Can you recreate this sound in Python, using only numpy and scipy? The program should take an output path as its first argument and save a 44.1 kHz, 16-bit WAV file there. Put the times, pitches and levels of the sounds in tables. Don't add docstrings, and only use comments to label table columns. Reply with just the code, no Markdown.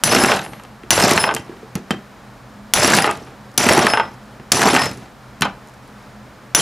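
import sys
import numpy as np
from scipy import signal
from scipy.fft import rfft, irfft, next_fast_len
from scipy.io import wavfile

SR = 44100
rng = np.random.default_rng(int(sys.argv[2]) if len(sys.argv) > 2 else 0)


def bounce(signal):
    frames = np.transpose(np.atleast_2d(signal))
    limited = np.clip(frames, -1, 1)
    pcm = np.round(limited * 32767).astype(np.int16)
    wavfile.write(sys.argv[1], SR, pcm)


def volts(x):
    e = np.asarray(x, float) / 20
    return 10 ** e


N = 291501
CUTOFF_HZ = 16000


def rms_one(x):
    return x / np.sqrt(np.mean(x ** 2) + 1e-20)


def band(x, low_hz, high_hz):
    return signal.sosfilt(signal.butter(2, [low_hz, high_hz], "band", fs=SR, output="sos"), x)


def drift(rate_hz):
    pole = np.exp(-2 * np.pi * rate_hz / SR)
    noise = rng.standard_normal(N + 9000)
    return rms_one(signal.lfilter([1], [1, -2 * pole, pole * pole], noise)[9000:])


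def clicks(start_s, gains):
    out = np.zeros(N)
    out[np.round(np.asarray(start_s) * SR).astype(int)] = gains
    return out


def ring(x, pitch_hz, t60_s):
    pole, turn = volts(-60 / (t60_s * SR)), 2 * np.pi * pitch_hz / SR
    return signal.lfilter([0, np.sin(turn)], [1, -2 * pole * np.cos(turn), pole * pole], x + 1e-18)


def struck(start_s, level_db, modes, spread_db):
    luck = rng.standard_normal((len(start_s), 2 * len(modes)))
    out = np.zeros(N)
    for k, (hz, mode_db, t60) in enumerate(modes):
        sign = np.sign(luck[:, -1 - k])
        strength = volts(level_db + mode_db + spread_db * luck[:, k])
        out += ring(clicks(start_s, sign * strength), hz, t60)
    return out


def burst(start_s, level_db, t60_s):
    hits = clicks(start_s, volts(level_db)) + 1e-18
    envelope = signal.lfilter([1], [1, -volts(-60 / (t60_s * SR))], hits)
    return envelope * rng.standard_normal(N)


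def coloured(spectrum, white):
    hz, db = np.transpose(spectrum)
    bands = int(2.5 * np.log2(hz[-1] / hz[0])) + 1
    edges = np.geomspace(hz[0], min(hz[-1], CUTOFF_HZ), bands + 1)
    centre_db = np.interp(np.log(edges[1:] * edges[:-1]) / 2, np.log(hz), db)
    return rms_one(sum(volts(centre_db[k]) * band(white[k % 2], edges[k], edges[k + 1])
                       for k in range(bands)))


def grains(per_s, clumps, size_db, low_hz, high_hz, cycles):
    sizes = volts(size_db * np.minimum(rng.exponential(1, N), 4)) * rng.choice([-1, 1], N)
    born = sizes * clumps * (rng.random(N) < per_s / SR)
    dealt = rng.integers(0, 14, N)
    pitches_hz = np.geomspace(low_hz, high_hz, 14)
    return rms_one(sum(ring(born * (dealt == k), hz, cycles / hz) for k, hz in enumerate(pitches_hz)))


# start_s, peak_db, head_ring_db, punch_ring_db
HAMMER_BLOWS = [
    (0.036, 5, -13, -11),
    (0.9052, 10, -11, -14.5),
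    (2.736, 10, -16, -13),
    (3.5766, 0.5, -14, -22),
    (4.518, -1, -9.5, -43),
    (6.548, 7.5, -10.5, -11.5),
]
# pitch_hz, level_db, t60_s
SLAM_MODES = [(1480, 1.5, 0.0048), (2905, -0.5, 0.0072), (3430, -1.5, 0.0069), (5360, -0.5, 0.004),
              (7000, 1, 0.0047)]
# pitch_hz, level_db, t60_s
HEAD_MODES = [(5975, 0, .05), (5900, -6, .04), (6960, -5, .03), (7400, -5, .03)]
# pitch_hz, level_db, t60_s
PUNCH_MODES = [(10060, 0, .04), (10260, 0, .03), (12250, -12, .02)]


def hammer():
    start_s, peak_db, head_db, punch_db = np.transpose(HAMMER_BLOWS)
    start_s = start_s + .0007
    slam = struck(start_s, peak_db - 3.0, SLAM_MODES, spread_db=2.1)
    crack = band(burst(start_s, peak_db + 5, t60_s=0.0055), 1400, 11400)
    head = struck(start_s, head_db + 5.0, HEAD_MODES, spread_db=-1.0)
    punch = struck(start_s + 0.00095, punch_db - 0.5, PUNCH_MODES, spread_db=-0.5)
    for hz, db, t60 in HEAD_MODES:
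        head += volts(db) * ring(burst(start_s, head_db - 33.5, t60_s=0.55), hz, t60)
    for hz, db, t60 in PUNCH_MODES:
        punch += volts(db) * ring(burst(start_s, punch_db - 28, t60_s=0.4), hz, t60)
    return slam + crack + head + punch


# start_s, vigour_db, looseness_db (small parts still loose)
SHUDDERS_BY_BLOW = [
    [(.04, -23.5, 0.5), (.156, -13, -6), (.22, -16.5, -6), (.25, -14, -11), (.324, -13, -10),
     (.48, -43.5, -5.5), (.7, -48, -22)],
    [(.91, -21, -1), (1.004, -14.5, -2), (1.124, -14.5, -6.5), (1.22, -22, -4), (1.328, -20.5, -36),
     (1.368, -44, 11), (1.436, -53, -2), (1.55, -40, -31)],
    [(2.74, -18.5, -6.5), (2.84, -13, -3), (2.906, -16, -4.5), (2.95, -14.5, -1.5), (3.08, -19, -15.5),
     (3.204, -48.5, 0), (3.35, -45, -21)],
    [(3.58, -20, 3), (3.706, -13, -5), (3.808, -15.5, -10.5), (3.864, -16, -8.5), (4.012, -25.5, -27),
     (4.094, -42, -17), (4.15, -58, 4)],
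    [(4.52, -22.5, 5.5), (4.654, -12.5, -9.5), (4.754, -15.5, -8), (4.78, -15.5, -12), (4.818, -15.5, -6),
     (4.954, -47.5, 0.5), (5.1, -48, -13)],
    [(6.552, -27.5, 6), (6.574, -17.5, -8), (6.61, -25.5, 9.5)],
]
# full_vigour_db, vigour_share, looseness_share,
# first_kick_db, tap_fade_db_per_s
LAYER_RESPONSE = [(-18, 0.5, 0.68, 3.5, 291), (-15, 0.96, 0.011, 7.5, 598), (-16, 0.96, 0.44, 8, 900),
                  (-14.5, 1.03, 0.97, 17.5, 1100)]
# start_s, bench_db, vise_db, plates_db, chips_db
LIGHT_TAPS = [
    (1.76, -20.5, -27, -27.5, -31),
    (1.909, -17.5, -25, -18.5, -25),
    (5.421, -18, -14.5, -8, -23),
    (5.452, -33, -15, -26, -45),
]


def shaking():
    t, gains = np.arange(N) / SR, np.zeros((4, N))
    full_db, by_vigour, by_loose, kick_db, fade = np.transpose(LAYER_RESPONSE)[:, :, None]
    full_vigour_db, kick_s = -14.5, 0.0041
    for rows in SHUDDERS_BY_BLOW:
        start_s, vigour_db, loose_db = np.transpose(rows)
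        on = (t >= start_s[0]) & (t < start_s[-1])
        level_db = full_db + by_vigour * (np.interp(t[on], start_s, vigour_db) - full_vigour_db)
        level_db = level_db + by_loose * np.interp(t[on], start_s, loose_db)
        gains[:, on] += volts(level_db + kick_db * np.exp((start_s[0] - t[on]) / kick_s))
    for start_s, *start_db in LIGHT_TAPS:
        on = (t >= start_s) & (t < start_s + .5)
        gains[:, on] += volts(np.c_[start_db] - fade * (t[on] - start_s))
    return gains


# pitch_hz, level_db
CHINK_PITCHES = [(4625, -4.5), (5400, 2.5), (5980, 1.5), (7400, 1), (8600, -11), (10200, 4), (11398, -37),
                 (12250, -6)]


def chinks(clumps):
    sizes = volts(2.4 * np.minimum(rng.exponential(1, N), 3))
    born = clumps * sizes * (rng.random(N) < 400 / SR)
    dealt = rng.integers(0, len(CHINK_PITCHES), N)
    return rms_one(sum(volts(db) * ring(born * (dealt == k), hz, t60_s=0.027)
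                       for k, (hz, db) in enumerate(CHINK_PITCHES)))


# pitch_hz, level_db (per Hz)
CHIP_SPECTRUM = [(2350, -40), (4000, -1), (5100, -0.5), (8020, -4.5), (10400, 0), (10800, -14.5),
                 (13800, -9), (16000, -41)]


def clatter():
    jolt_db = 1.9 * drift(45)
    bench = grains(400, volts(jolt_db + 1.0 * drift(27)), 3.1, 106.4, 473, cycles=5.1)
    vise = grains(2200, volts(jolt_db + 1.5 * drift(40)), 2.8, 600, 1550, cycles=9.0)
    plates = grains(4000, volts(jolt_db + 1.5 * drift(60)), 3.0, 1650, 4300, cycles=12.0)
    hiss = coloured(CHIP_SPECTRUM, rng.standard_normal((2, N))) * volts(jolt_db + 3.1 * drift(92.7))
    chips = volts(-1.5) * (rms_one(hiss) + chinks(volts(jolt_db)))
    trim = volts([[-1.5], [-1.5], [-1.5], [-2.5]])
    return np.sum(shaking() * trim * [bench, vise, plates, chips], axis=0)


# start_s, peak_db, thud_db, tick_db
PART_TOUCHES = [(0.125, -2.5, -11.5, -9), (0.148, 4, -14, -9), (0.165, -3.5, -6, -16),
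                (0.186, -2, -16, -16), (0.236, 4, -14.5, -10), (0.245, 5.5, -40, -25),
                (0.26, -5.5, -16, -5), (1.001, -1, -29, -33), (1.023, 2.5, -20, -13),
                (1.038, 0.5, -11, -18), (1.111, -3.5, -6, -2.5), (1.134, -10, -13, 0),
                (2.8445, 3.5, -16.5, -13), (2.876, -4, -8, -0.5), (2.92, -2, -17, -11),
                (2.934, 3.5, -26, -17), (2.949, -9.5, -12, 5.5), (3.664, -2.5, -10, -19.5),
                (3.687, 2, -26, -8), (3.692, -1, -20, -9), (3.709, -5, -6, -27), (3.733, -2.5, -12.5, -6),
                (3.776, -1.5, -4.5, -9), (3.791, 1.5, -21, -12), (3.845, -7, -2, -18),
                (4.617, 1.5, -18, -10), (4.628, 1, -19, -16.5), (4.655, -5.5, -5.5, -6),
                (4.67, -9, 2.5, -24), (4.732, -7, -6, -4),
                (0.059, -8, -13, -12), (0.0965, -12, -14, -4), (0.3338, -7, -15, -20),
               (0.9283, -8, -14, -17), (0.9756, -10, -22, -9), (1.0801, -10, -8, -4),
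               (2.7704, -9, -15, -13), (2.8205, -3, -17, -17), (2.8514, -9, -12, -23),
               (2.885, -9, -17, -12), (2.9648, -5, -17, -2), (3.604, -16, -17, -16), (3.6392, -8, -12, -10),
               (3.749, -13, -17, -10.5), (3.8118, -13, -6, -12), (3.8997, -2.5, -28, -16),
               (4.56, -6, -11, -12), (4.5931, -1.5, -13, -12), (4.6595, -15, -11, -18),
               (4.6998, -17, -9, -10), (4.741, -5, -11, -6), (4.7484, 2.5, -23, -12.5),
               (4.8339, -6, -15.5, -12), (6.5799, -13, -6, -12),
                (5.4085, -19, -10, 4),
    (5.4195, -2, -22, -7),
    (3.021, -7.5, -26, -2),
    (3.6, -7, -17, -32),
    (1.255, -17, -26, -26),
]
# start_s, peak_db, tick_db
BAR_BOUNCES = [(0.286, -7, -16), (0.317, 0.5, -21), (0.369, -13, -15), (0.391, -18.5, -7),
               (1.176, 0.5, -12), (1.239, 2, -26), (1.289, 1, -50), (1.31, -8, -27), (1.364, -12.5, -8),
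               (2.985, -1, -9), (3.042, 3.5, -29), (3.064, -27, 10), (3.074, 1, -61), (3.09, -2.5, -57),
               (3.11, -19.5, 4.5), (3.867, 1, -13), (3.935, 3.5, -22.5), (3.972, 0.5, -34),
               (3.997, 2.5, -44), (4.763, 1, -18), (4.82, -12, -9), (5.429, -5, -44), (5.453, -6, -46)]
# start_s, peak_db, thud_db, tick_db
SMALL_SETTLING = [(0.448, -16.5, -27, -12), (0.462, -17, -20, -22), (0.533, -18, -34, -20),
                  (0.551, -32, -31, -17), (0.596, -22.5, -29, -16), (0.635, -33.5, -15, -1),
                  (0.649, -26.5, -16, -21), (0.834, -25.5, -7, -20), (1.339, -21.5, -3, 4),
                  (1.347, -16.5, -7.5, 8.5), (1.41, -26, -12, -18), (1.494, -33.5, 7, -34),
                  (1.524, -37, 7, -25), (1.569, -40, 2, -17), (1.628, -41.5, 9.5, -23),
                  (1.753, -14.5, -8, -0.5), (1.906, -2, -15, -18), (3.172, -33.5, -1, 3),
                  (3.282, -29, -6, -20), (4.397, -24.5, -2.5, -35), (4.856, -19, -11, 4),
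                  (4.912, -28, -2, 2.5), (4.973, -32.5, -2, 0)]
# start_s, tick_db
GRIT_CRACKLES = [
    (5.672, -40),
    (5.685, -42),
    (5.694, -41),
    (5.737, -45),
    (5.742, -46),
    (5.876, -40),
    (5.56, -54),
    (3.515, -42),
    (3.54, -40),
]


def contacts():
    rows = [(s, db, db + thud, db - 8.5, db + tick)
            for s, db, thud, tick in PART_TOUCHES]
    rows += [(s, db + 0.33 * (tick + 33), db - 28, db - 11.5, db + tick) for s, db, tick in BAR_BOUNCES]
    rows += [(s, db, db + thud, db - 6.5, db + tick) for s, db, thud, tick in SMALL_SETTLING]
    rows += [(s, db - 12, db - 17, db - 15, db) for s, db in GRIT_CRACKLES]
    return np.transpose(rows)


# pitch_hz, level_db, t60_s
BENCH_MODES = [(146, -10, 0.093), (220, 1, 0.036), (244.4, -1.5, 0.079), (350.6, 2, 0.06),
               (446, -4.5, 0.089)]
# pitch_hz, level_db, t60_s
VISE_MODES = [(649, -12, 0.016), (780, -3, 0.025), (890, 0, 0.025), (1157, -2.5, 0.037),
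              (1290, -3.5, 0.035), (1450, -3.5, 0.035)]
# pitch_hz, level_db, t60_s
PLATE_MODES = [(1652, 5, 0.018), (1862, 2.5, 0.021), (2057, 1, .03), (2450, 1.5, 0.018), (2720, 5, 0.017),
               (3140, -3, 0.022), (3580, -15.5, .02)]
# start_s, level_db, pitch_hz, t60_s
BENCH_PUSHES = [
    (1.7547, -6.5, 187, 0.033),
    (1.9078, -10, 190, 0.048),
    (5.412, -11, 168, 0.027),
]


def knocks():
    start_s, peak_db, thud_db, vise_db, tick_db = contacts()
    start_s = start_s + .001
    snap = band(band(clicks(start_s, volts(peak_db + 6.0)), 550, 4800), 456, 6000)
    snap += band(burst(start_s, peak_db - 13.0, t60_s=0.062), 880, 2800)
    thud = struck(start_s, thud_db - 1.5, BENCH_MODES, spread_db=3.5)
    for push_s, db, hz, t60 in BENCH_PUSHES:
        thud -= ring(clicks([push_s], volts(db)), hz, t60)
    vise = struck(start_s, vise_db - 10, VISE_MODES, spread_db=3.0)
    plates = struck(start_s, peak_db - 18.5, PLATE_MODES, spread_db=1.0)
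    tick = band(burst(start_s, tick_db + 2.5, t60_s=0.014), 4800, 12400)
    return snap + thud + vise + plates + tick


# pitch_hz, level_db, t60_s
JAW_MODES = [(419, -12, 0.052), (877, 1.5, 0.022), (1234, 0.5, 0.019), (1525, -5.5, 0.036),
             (2080, -8.5, 0.012), (2650, -6.5, 0.012), (3250, -11, 0.013)]


def jaw():
    start_s, peak_db, _ = np.transpose(BAR_BOUNCES)
    level_db = peak_db - 10
    touches = clicks(start_s + 0.0012, volts(level_db))
    touches += clicks(start_s + 0.0155, volts(level_db - 11))
    touches += burst(start_s + .003, level_db - 25, t60_s=0.094)
    return sum((-1) ** k * volts(db) * ring(touches, hz, t60) for k, (hz, db, t60) in enumerate(JAW_MODES))


# start_s, pitch_hz, level_db, t60_s
TOOL_CLINKS = [(.095, 6020, -11, .03), (.148, 5540, -7, .02), (.188, 5600, -14, .02),
               (.237, 6050, -14, .02), (.258, 5750, -9, .012), (.285, 2280, -9, .02),
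               (.318, 2040, -13, .025), (.37, 4000, -21, .015), (.394, 3730, -18.5, .015),
               (1.04, 1500, -14, .025), (1.11, 2030, -9, .02), (1.13, 4960, -18, .03),
               (1.172, 4200, -12, 0.022), (2.846, 5730, -3, .02), (2.883, 5700, -12, .02),
               (2.934, 1610, -8, .025), (2.948, 4560, -11, .025), (3.021, 1900, -13, .025),
               (3.689, 1980, -4, 0.029), (3.694, 5600, -10, .02), (3.709, 600, -7, .04),
               (3.734, 5560, -8, .012), (3.79, 5800, -11, .02), (4.628, 1510, -9, 0.027),
               (4.66, 320, -9, .03), (4.749, 5730, -14, .012), (5.4205, 1514, -9, 0.039),
               (5.42, 3040, -6.5, 0.022), (5.42, 5570, -12, 0.016), (5.4303, 870, -9.5, 0.033),
               (5.454, 1000, -18, 0.072), (5.454, 1240, -21, .08), (5.432, 1236, -12, .07),
               (5.43, 438, -21, .1), (5.432, 2336, -24, 0.044), (5.454, 2450, -28, 0.037),
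               (5.44, 5200, -29, .03), (1.76, 850, -24, .04), (1.912, 806, -22.5, 0.045),
               (1.94, 1750, -28, .03), (5.684, 7000, -44, .03), (.834, 3200, -40, .03),
               (6.557, 3460, -16, .025), (6.595, 3250, -14, .04)]
# start_s, peak_db, pitch_hz
VISE_THUMPS = [(0.124, -7, 883), (0.149, -4, 1070), (0.164, -3, 412), (0.235, -2, 791), (0.244, -3, 713),
               (0.317, -6, 797), (0.833, -30, 805), (1.039, -4, 1040), (1.039, -2, 353), (1.111, -4, 334),
               (2.829, -6, 1160), (2.851, -6, 829), (2.876, -7, 353), (2.919, -2, 598), (2.946, -7, 347),
               (3.707, -3, 393), (3.714, -4, 686), (3.776, -4, 301), (3.79, -2, 969), (4.397, -26, 751),
               (4.627, -5, 781), (4.658, -2, 318), (4.747, -4, 773)]


def clinks():
    out, t = np.zeros(N + SR), np.arange(SR // 8) / SR
    thumps = [(s + .002, hz, db - 3, 4.0 / hz) for s, db, hz in VISE_THUMPS]
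    for start_s, hz, db, t60 in TOOL_CLINKS + thumps:
        tone = volts(db - 60 * t / t60) * np.sin(2 * np.pi * hz * t)
        out[round(start_s * SR):][:len(t)] += tone
    return out[:N]


# pitch_hz, split_hz, flight_t60_s, landed_t60_s, twin_share
BAR_MODES = [(5177, 21, .5, .1, .3), (10045, 30, .4, .08, .3), (11398, 5, .9, .5, .3),
             (13740, 25, .4, .06, .3), (9320, 8, .6, .3, .3), (3140, 34, .17, .03, .7),
             (1845, 15, .4, .08, .3), (4625, 40, .3, .08, .3), (4020, 40, .15, .05, .3),
             (4975, 30, .3, .04, .3), (5980, 45, .35, .05, .6), (4360, 30, .3, .04, .5)]
# start_s, flight_s, level_db, upper_db (second mode relative to the first)
BAR_THROWS = [(.097, 0.05, -18, -21), (0.181, 0.085, -29, 11), (.198, .04, -22, -25), (.278, 0.04, -23, -7),
              (.435, 0.014, -48, 13), (1.022, 0.0042, -10.5, -25), (1.19, 0.045, -18.5, 2),
              (1.252, 0.024, -29, 1), (1.288, .05, -37, -5), (2.78, 0.027, -23, -20),
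              (2.813, .022, -16, -22), (2.838, .02, -28, -20), (2.86, .07, -52, 17),
              (2.995, 0.057, -40, 13), (3.05, .04, -39, -15), (3.6, .05, -31, -20), (3.725, 0.024, -51, 28),
              (3.797, 0.017, -44, 18), (3.876, 0.12, -35.5, 11.5), (3.884, 0.017, -19.5, -30),
              (3.917, 0.0096, -17, -30), (3.955, 0.12, -34, -22), (4.6, 0.045, -26, -15),
              (4.69, .04, -26, 2), (4.778, 0.1, -18, -23), (4.856, 0.011, -54, 19), (5.439, .01, -43, -20)]
# start_s, flight_s,
# level_db
LOOSE_PINGS = [
    [(.095, .055, -30), (.34, .3, -40), (.94, 0.092, -31), (4.585, 0.027, -36)],
    [(1.18, .1, -38), (.1, .08, -40), (.2, .1, -42), (1.2, .06, -37)],
    [(.43, .1, -45)],
    [(1.364, .02, -30), (1.906, 0.013, -20), (1.945, .03, -38), (5.44, .03, -28), (3.073, 0.021, -54),
     (6.585, 0.033, -19)],
    [(4.77, 0.088, -16), (5.432, 0.026, -34)],
    [(2.95, .027, -27), (3.885, .044, -30), (5.421, .011, -39)],
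    [(5.421, 0.01, -17)],
    [(2.964, .022, -22), (3.018, 0.013, -19)],
    [(.05, .1, -30), (3.585, .105, -22), (4.545, .018, -23), (4.598, .025, -21), (3.65, .02, -24),
     (6.55, 0.0084, -26), (.915, 0.09, -33), (2.745, .07, -25)],
    [(2.948, .037, -28), (4.69, 0.045, -30)],
]


def loose_bar():
    out, t = np.zeros(N + SR), np.arange(SR // 2) / SR
    lower = [row[:3] for row in BAR_THROWS]
    upper = [(s, flight, db + lead) for s, flight, db, lead in BAR_THROWS]
    for rows, (hz, split, free, landed, twin) in zip([lower, upper, *LOOSE_PINGS], BAR_MODES):
        for (start_s, flight, db), phase in zip(rows, 2 * np.pi * rng.random(len(rows))):
            fade_db = -60 * (np.minimum(t, flight) / free + np.maximum(t - flight, 0) / landed)
            swell = np.minimum(t / (0.0012 + 0.21 * flight), 1)
            pair = np.sin(2 * np.pi * hz * t)
            pair += twin * np.sin(2 * np.pi * (hz - split) * t + phase)
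            out[round(start_s * SR):][:len(t)] += volts(db + fade_db) * swell * pair
    return out[:N]


def garage(x):
    t60_s, wall_cut_hz = 0.29, 4500
    size = next_fast_len(N + SR)
    hz = np.arange(size // 2 + 1) * SR / size
    out = np.zeros((2, len(hz)), complex)
    for k, lag_s in enumerate(rng.uniform(.012, .04, 16)):
        loss = volts(-60 * lag_s / t60_s) / (1 + 1j * hz / wall_cut_hz)
        trip = loss * np.exp(-2j * np.pi * hz * lag_s)
        out[k % 2] += trip / (1 - trip) * (-1) ** (k // 2)
    return irfft(out * rfft(x, size), size)[:, :N]


# pitch_hz, level_db (per Hz)
HUM_SPECTRUM = [(15, -50), (25, -34.5), (44, -5), (87, -36), (114, -4), (175, -15), (212, 1), (285, -14),
                (531, -11.5), (641, -11), (1370, -14), (2840, -26), (4610, -28.5), (16000, -43.5)]
# pitch_hz, width_hz, level_db
MACHINE_DRONES = [(54.3, 37, -53), (124.5, 10.4, -47.5), (206.6, 11, -47.5)]


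def machinery():
    hum_db = -39.5
    mid = volts(hum_db - 2.0 + 0.45 * drift(4.6)) * coloured(HUM_SPECTRUM, rng.standard_normal((2, N)))
    for hz, width, db in MACHINE_DRONES:
        mid += volts(db) * rms_one(band(rng.standard_normal(N), hz - width / 2, hz + width / 2))
    side = volts(hum_db - 15.5) * coloured(HUM_SPECTRUM, rng.standard_normal((2, N)))
    side -= volts(-26) * band(mid, 15, 300)
    return mid + side * [[1], [-1]]


def scene():
    parts = band(clatter() + knocks() + jaw() + clinks(), 119, 10900)
    steel = hammer() + loose_bar()
    bench = parts + steel
    left, right = volts(-13) * garage(bench)
    spread = left - right
    side = volts(-25.0) * spread + volts(-20) * band(spread, 980, 4100) + volts(-14) * band(spread, 3200, 9500)
    side += volts(-21.0) * band(np.gradient(steel), 2000, 11000)
    side -= volts(-24) * band(bench, 30, 900)
    return bench + (left + right) / 2 + side * [[1], [-1]] + machinery()


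def roll_off(x):
    return signal.sosfilt(signal.butter(12, 15950, fs=SR, output="sos"), x)


def record(dry):
    held = np.clip(2.33 * np.tanh(dry / 2.67), -1, 1)
    low_pass = signal.cheby2(12, 62, 1.03 * CUTOFF_HZ, fs=SR, output="sos")
    mix = signal.sosfilt(low_pass, held)
    return roll_off(mix)


dry = scene()
out = record(dry)
bounce(out)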